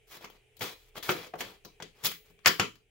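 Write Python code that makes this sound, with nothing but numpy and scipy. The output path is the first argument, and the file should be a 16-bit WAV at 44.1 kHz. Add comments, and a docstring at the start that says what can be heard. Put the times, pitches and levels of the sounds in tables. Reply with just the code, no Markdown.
"""Sheet-steel chassis halves handled over a table mat in a small quiet room, stereo microphone close.
Light clinks and short scrapes open over a faint hum of air and electronics. From about 1 s the knocks
grow firmer as the halves are pulled apart and turned; near 2.5 s they are set down with the loudest
clanks, and one small clink follows. Each contact is a chatter of tiny impacts that rings the damped
steel tray and the table top, and the room answers briefly."""
import sys
import numpy as np
from scipy import signal
from scipy.fft import rfft, irfft, next_fast_len
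from scipy.io import wavfile
from scipy.ndimage import map_coordinates

SR = 44100
rng = np.random.default_rng(int(sys.argv[2]) if len(sys.argv) > 2 else 0)


def wrap_up_sound(samples):
    """Save the sound to the file named by the first command line argument, as 16-bit audio."""
    columns = np.atleast_2d(samples).T
    # keep every value between -1 and 1, then stretch to whole-number steps
    tamed = np.clip(columns, -1, 1)
    steps = np.round(tamed * 32767).astype(np.int16)
    wavfile.write(sys.argv[1], SR, steps)


N = 127890

# Response of the close microphone: (frequency [Hz], gain [dB])
MIC_RESPONSE = [(20, -4.5), (5000, 3), (7400, 0), (8400, -7.5), (10000, -3.5), (12500, 0.5), (15300, 0),
                (15750, 6), (15950, -17.5), (17000, -21.5)]


def contacts():
    """Steel knocks: a first blow, then dying chatter. Returns the bare clicks and what they ring."""
    # Knocks: (time [s], level [dB], thud [dB], body [dB], clank [dB], clink [dB], tick [dB],
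    # left over right [dB], chatter t60 [s], chatter level [dB], snap pitch [Hz], snap level [dB])
    knocks = [(0.169, -43, -18, -9, -23, -13, -8, 6, 0.022, -17, 3500, -18),
              (0.242, -34.5, -25, -17.5, -7, -11, -15, 1.5, 0.025, -5.5, 1080, 0),
              (0.299, -42, -18.5, -9.5, -20, -9, -6, 7, 0.02, -21, 3170, -7),
              (0.567, -49.5, -21, -13.5, -12, -4.5, 1, 15, 0.02, -19, 4150, -8.5),
              (0.571, -57, -39, -20, -29, -16, -12, 8, 0.026, -14, 4200, -13),
              (0.592, -45, -18, -28, -16, -22, 3, 6, 0.02, -25, 6040, -5),
              (0.608, -28, -15.5, -4, -2.5, -12, -6, 7.5, 0.026, -25, 2330, -12),
              (0.617, -33, -7, -2.5, -23, 1, -1, 2.5, 0.06, -14, 3040, -8),
              (0.955, -50, -17.5, 7.5, -10, -13, -8, 2, 0.032, -16, 2370, -13),
              (0.965, -40.5, -31.5, -17, -6, -23, -18, 12.5, 0.032, -9.5, 3260, -9),
              (1.026, -25.5, -33.5, -22, -12.5, -9.5, -7.5, 7, 0.024, -8.5, 3420, -9.5),
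              (1.091, -15, -21.5, -11, -6, -19.5, -23, 2, 0.011, -7.5, 1410, 2),
              (1.1, -28.5, -40, -8.5, -5, -9, -5, 1, 0.036, -3, 1320, -23),
              (1.115, -25, -20, -10.5, -13, -3, -17.5, 2.5, 0.016, -25, 1470, -13.5),
              (1.336, -35.5, -12.5, -0.5, -14.5, -27, -23, 2, 0.028, -9, 1130, -11.5),
              (1.354, -36.5, -14.5, -7, -14, -13.5, -14, 2.0, 0.017, -19, 1480, -5),
              (1.406, -24, -21.5, -4, -4.5, -5, -18.5, 2, 0.013, -11, 3230, -5),
              (1.648, -35, -13, -5.5, -12, -6.5, -6.5, 4.0, 0.049, -14.5, 5820, -8.5),
              (1.8, -40, -9.5, -0.5, -5.5, -14, -17.5, 2.5, 0.017, -6, 1510, -1.5),
              (1.822, -30, -17, -10.5, -6, -5, -48, 4, 0.016, -16.5, 3270, -4.5),
              (2.037, -31, -13, -37, -12, -5, -18.5, 10.5, 0.02, -20, 3370, -4.5),
              (2.046, -21, -26.5, -31.5, -13.5, -11.5, -10.5, -2, 0.023, -6, 3450, -4.5),
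              (2.055, -20, -25, -21, -21, -5, -21, 3, 0.015, -4.5, 3800, -16.5),
              (2.064, -32.5, -23.5, -36.5, -19.5, 0, -17.5, 10, 0.027, -12, 3220, -16),
              (2.114, -29, -30, -35, -12.5, -29, -8.5, 2.5, 0.016, -4, 2280, -11),
              (2.3, -49, -15, -17.5, -23.5, -18.5, -7, 7, 0.017, -9.5, 2550, -12.5),
              (2.389, -56, -8, -8, -1, -12, -20.5, 7, 0.013, -22, 2590, -6),
              (2.447, -43.5, -17, -6, 5.5, -2.5, -3.5, 2, 0.02, -13, 1280, -8),
              (2.458, -5.5, -43, -16, -3, -5, -33, 5, 0.0088, -12, 1390, -20.5),
              (2.468, -6.5, -25.5, -18.5, -4, -12, -6.5, 2.5, 0.026, -11, 1290, -11),
              (2.475, -12, -23, -19, -13, -7.5, -18.5, 1.5, 0.06, -7.5, 1460, -11.5),
              (2.596, -5.5, -23.5, -18, -6.5, -11.5, -34, 2.5, 0.0067, -17, 1194, -6.5),
              (2.606, -22, -8.5, -15, -6, -30.5, -18.5, -0.5, 0.02, -15, 1210, -13.5),
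              (2.754, -46, -29, -30, -12, -6.5, -8, 9, 0.023, -20, 1394, -9.5)]
    # Modes of the table top: (frequency [Hz], level [dB], t60 [s])
    table_modes = [(113, -18.5, 0.45), (166, -2.5, 0.27), (208.4, -1, 0.17), (364, 1, 0.15)]
    click_db, tray_db, table_db = 15.5, -4, -32.5
    snap_t60_s, flight_s = 0.0069, 0.0013
    out, t = np.zeros((2, 2, N + SR)), np.arange(SR // 3) / SR
    table_ring = sum(damped_sine(t, *mode) for mode in table_modes)
    for start, db, *colour_db, pan_db, chatter_t60, chatter_db, snap_hz, snap_db in knocks:
        clicks = amp(db + click_db) * colour(contact_force(t, chatter_t60, chatter_db), colour_db)
        ring = amp(tray_db) * signal.fftconvolve(clicks, tray_ring())[:len(t)]
        ring += amp(table_db) * signal.fftconvolve(clicks, table_ring)[:len(t)]
        ring += damped_sine(t, snap_hz, db + snap_db, snap_t60_s)  # the first blow's pitched snap
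        arrival = round((start + flight_s) * SR)
        out[..., arrival:arrival + len(t)] += [placed(clicks, pan_db), placed(ring, pan_db)]
    return out[..., :N]


def contact_force(t, t60, chatter_db, per_s=2000):
    """One unit blow, followed by tiny impacts that fade as the steel settles."""
    force = amp(-60 * t / t60) * impacts(len(t), per_s, spread_db=7.5)
    force /= np.linalg.norm(force) + 1e-9
    force *= amp(chatter_db) * np.sqrt(t60 * per_s) / 2
    force[0] = 1
    return force


def colour(force, gains_db):
    """The tone of a knock: thud, body, clank, clink and tick bands each get their gain."""
    edges_hz = [85, 300, 1000, 3000, 7000, 18000]
    out = np.zeros_like(force)
    for db, low, high in zip(gains_db, edges_hz, edges_hz[1:]):
        band = signal.butter(2, (low, high), "band", fs=SR, output="sos")
        out += amp(db) * np.sqrt(4000 / (high - low)) * signal.sosfilt(band, force)
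    return out


def tray_ring():
    """The steel tray's ring at unit energy; every blow stirs the modes differently."""
    # Main modes of the tray: (frequency [Hz], level [dB], t60 [s])
    main_modes = [(502, -2, 0.11), (987, -11, 0.21), (1200, -11, 0.058), (1281, -5.5, 0.092),
                  (1510, -24.5, 0.02), (2006, -12, 0.13), (2480, -6, 0.14), (3012, -11, 0.23),
                  (3422, 6.5, 0.05), (3970, -4.5, 0.19), (4536, -5.5, 0.14), (5000, -11, 0.11),
                  (7050, -15, 0.18)]
    lesser_db, lesser_t60_s = -17, 0.13
    t = np.arange(SR // 4) / SR
    # Lesser modes, 0.7 to 9 kHz, change with the grip and the place of the blow.
    lesser_modes = [(700 * 13 ** pitch, lesser_db, lesser_t60_s * (0.5 + decay))
                    for pitch, decay in rng.random((36, 2))]
    modes = list(main_modes) + lesser_modes
    ring = sum(damped_sine(t, hz, db + rng.normal(0, 1.8), t60) for hz, db, t60 in modes)
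    return ring / np.linalg.norm(ring)


def scrapes():
    """Edges rub in strokes of dense grit. Returns the bare rubbing and the tray ring it drives."""
    # Strokes: (time [s], length [s], start level [dB], end level [dB], tilt about 5 kHz [dB/octave])
    strokes = [(0.067, 0.062, -77, -55.5, 0), (0.124, 0.051, -60.5, -58.5, -1.5),
               (0.2, 0.064, -63.5, -66, -3), (0.304, 0.067, -77.5, -75.5, -3),
               (0.609, .13, -42.5, -63.5, -1.5), (0.752, .15, -73, -79.5, 0),
               (0.95, 0.036, -60.5, -48.5, -2.5), (1.032, 0.095, -50, -55.5, -0.5),
               (1.081, 0.2, -51, -63.5, -3), (1.382, 0.036, -55.5, -53, -1), (1.396, 0.17, -55, -74.5, -3),
               (1.942, 0.14, -80.5, -63, -3), (2.039, 0.036, -40, -37, 2.5),
               (2.242, 0.083, -73.5, -84.5, -1)]
    fade_s, ring_db, pan_db = 0.0067, -2.5, 2
    rub, t = np.zeros(N), np.arange(N) / SR
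    grit = unit(impacts(N, per_s=2500, spread_db=4))
    for start, length, start_db, end_db, tilt in strokes:
        end = start + length
        fade = np.clip(np.minimum(t - start, end - t) / fade_s, 0, 1)
        stroke = grit * fade * amp(np.interp(t, [start, end], [start_db, end_db]))
        rub += filtered(stroke, lambda hz: amp(tilt * np.log2(np.maximum(hz, 100) / 5000)) * (hz > 90))
    rasp = peaky(rub)
    ring = amp(ring_db) * signal.fftconvolve(rub, tray_ring())[:N]
    return placed(rasp, pan_db), placed(ring, pan_db)


def sheet_haze(clicks):
    """The sheet's dense small modes blur each click into a brief wash of noise."""
    # Decay of those modes: (frequency [Hz], t60 [s])
    decay = [(100, 0.018), (1000, 0.017), (4000, 0.049), (14000, 0.036)]
    # Their stereo image: (frequency [Hz], left-right likeness [0-1])
    likeness = [(100, 1), (500, 1), (1500, 0.23), (4000, 0.2), (15000, 0.2)]
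    haze = afterglow(clicks, decay, likeness, frame=64, delay_s=0.00081)
    return amp(8) * highpass(haze, low_hz=348)


def room_tail(direct):
    """The small room answers a few milliseconds late, favouring many narrow pitches."""
    # Reverberation: (frequency [Hz], t60 [s])
    decay = [(100, 0.22), (500, 0.13), (2000, 0.21), (6000, 0.24), (15000, 0.31)]
    # Its stereo image: (frequency [Hz], left-right likeness [0-1])
    likeness = [(100, 1), (400, 0.28), (1200, 0.13), (4000, .1), (15000, 0.05)]
    tail = afterglow(direct, decay, likeness, frame=256, delay_s=0.0046)
    return peaky(amp(0.5) * highpass(tail, low_hz=204))


def room_tone():
    """Air and electronics: faint noise and a few fuzzy tones, sinking a little at the end."""
    # Noise spectrum as heard through the microphone: (frequency [Hz], relative density [dB])
    spectrum = [(35, -41), (60, 5.5), (262, -25), (371, -15.5), (448, -10.5), (579, -14.5), (842, -14),
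                (968, -30.5), (1740, -17), (3040, -10.5), (4320, -29), (9350, -23), (16000, -37)]
    # Stereo image of noise and hum: (frequency [Hz], left-right likeness [0-1])
    likeness = [(30, .85), (300, .8), (1000, .4), (4000, 0.25), (15000, 0.05)]
    # Hum tones: (frequency [Hz], width [Hz], level [dB])
    hum = [(32.3, 9, -67.5), (121, 14, -77.5), (426, 60, -73), (2400, 500, -78.5)]
    # Slow drift of the whole bed: (time [s], gain [dB])
    drift = [(0, 0.5), (.8, 0.5), (1.7, 2), (2.4, 0.5), (2.75, -4), (2.9, -5)]
    hiss = filtered(stereo_noise(likeness),
                    lambda hz: amp(along(spectrum, hz) - along(MIC_RESPONSE, hz)) * (hz > 50))
    bed = amp(-68) * unit(hiss)
    for centre, width, db in hum:
        tone = filtered(stereo_noise(likeness), lambda hz: 1 / (1 + (2 * (hz - centre) / width) ** 2))
        bed += amp(db) * unit(tone)
    return bed * amp(np.interp(np.arange(N) / SR, *np.transpose(drift)))


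def afterglow(x, decay, likeness, frame, delay_s):
    """Noise fed by the energy of x, each frequency dying at its own speed."""
    hz, t, spectra = signal.stft(x, SR, nperseg=frame)
    kept_per_hop = amp(-120 * (t[1] - t[0]) / along(decay, hz))
    power = np.stack([signal.lfilter([1 - kept], [1, -kept], abs(spectra[:, i]) ** 2)
                      for i, kept in enumerate(kept_per_hop)], axis=1)
    noise = signal.stft(stereo_noise(likeness), SR, nperseg=frame)[2]
    noise /= np.sqrt(np.mean(abs(noise) ** 2))
    glow = signal.istft(noise * np.sqrt(power), SR, nperseg=frame)[1]
    return np.pad(glow, ((0, 0), (round(delay_s * SR), 0)))[:, :N]


def impacts(size, per_s, spread_db):
    """Sparse random impulses of uneven strength."""
    struck = rng.random(size) < per_s / SR
    strength = amp(spread_db * np.minimum(rng.exponential(1, size), 3))
    return struck * strength * rng.choice([-1, 1], size)


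def damped_sine(t, hz, db, t60):
    """One mode, falling 60 dB in t60 seconds."""
    return amp(db - 60 * t / t60) * np.sin(2 * np.pi * hz * t)


def placed(x, pan_db, left_lead_s=5e-5):
    """x at the stereo microphone: slightly earlier on the left, with pan_db of left over right."""
    sides = np.array([[1], [-1]])
    arrived = filtered(x, lambda hz: np.exp(1j * np.pi * hz * left_lead_s * sides))
    return arrived * amp(sides * pan_db / 2)


def stereo_noise(likeness):
    """Left and right white noise, as alike at each frequency as the curve says."""
    def mid_side_gains(hz):
        angle = np.arccos(along(likeness, hz)) / 2
        return np.array([np.cos(angle), np.sin(angle)])
    mid, side = filtered(rng.standard_normal((2, N)), mid_side_gains)
    return np.array([mid + side, mid - side])


def peaky(x, spread_db=3, width_hz=35):
    """x through a comb of random narrow peaks and dips."""
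    knots = np.clip(rng.standard_normal(2000), -2, 2)
    return filtered(x, lambda hz: amp(spread_db * map_coordinates(knots, [hz / width_hz], mode="mirror")))


def highpass(x, low_hz):
    """x with the bass rolled off under low_hz."""
    return signal.sosfilt(signal.butter(3, low_hz, "high", fs=SR, output="sos"), x)


def filtered(x, response):
    """x through a response given as a function of frequency."""
    size = x.shape[-1]
    padded = next_fast_len(size + 4096)
    return irfft(rfft(x, padded) * response(np.fft.rfftfreq(padded, 1 / SR)), padded)[..., :size]


def along(points, hz):
    """A (frequency, value) curve read on a log frequency axis."""
    knots_hz, values = np.transpose(points)
    return np.interp(np.log(hz + 1), np.log(knots_hz + 1), values)


def amp(db):
    return 10 ** (np.asarray(db) / 20)


def unit(x):
    return x / np.sqrt(np.mean(x ** 2) + 1e-20)


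def scene():
    """Knocks and scrapes up close, the room behind them."""
    clicks, ring = contacts() + scrapes()
    direct = clicks + ring
    return direct + sheet_haze(clicks) + room_tail(direct) + room_tone()


def record(dry):
    """The close microphone colours the sound and passes nothing above 17.1 kHz."""
    return filtered(dry, lambda hz: amp(along(MIC_RESPONSE, hz)) * (hz < 17100))


dry = scene()
out = record(dry)
wrap_up_sound(out)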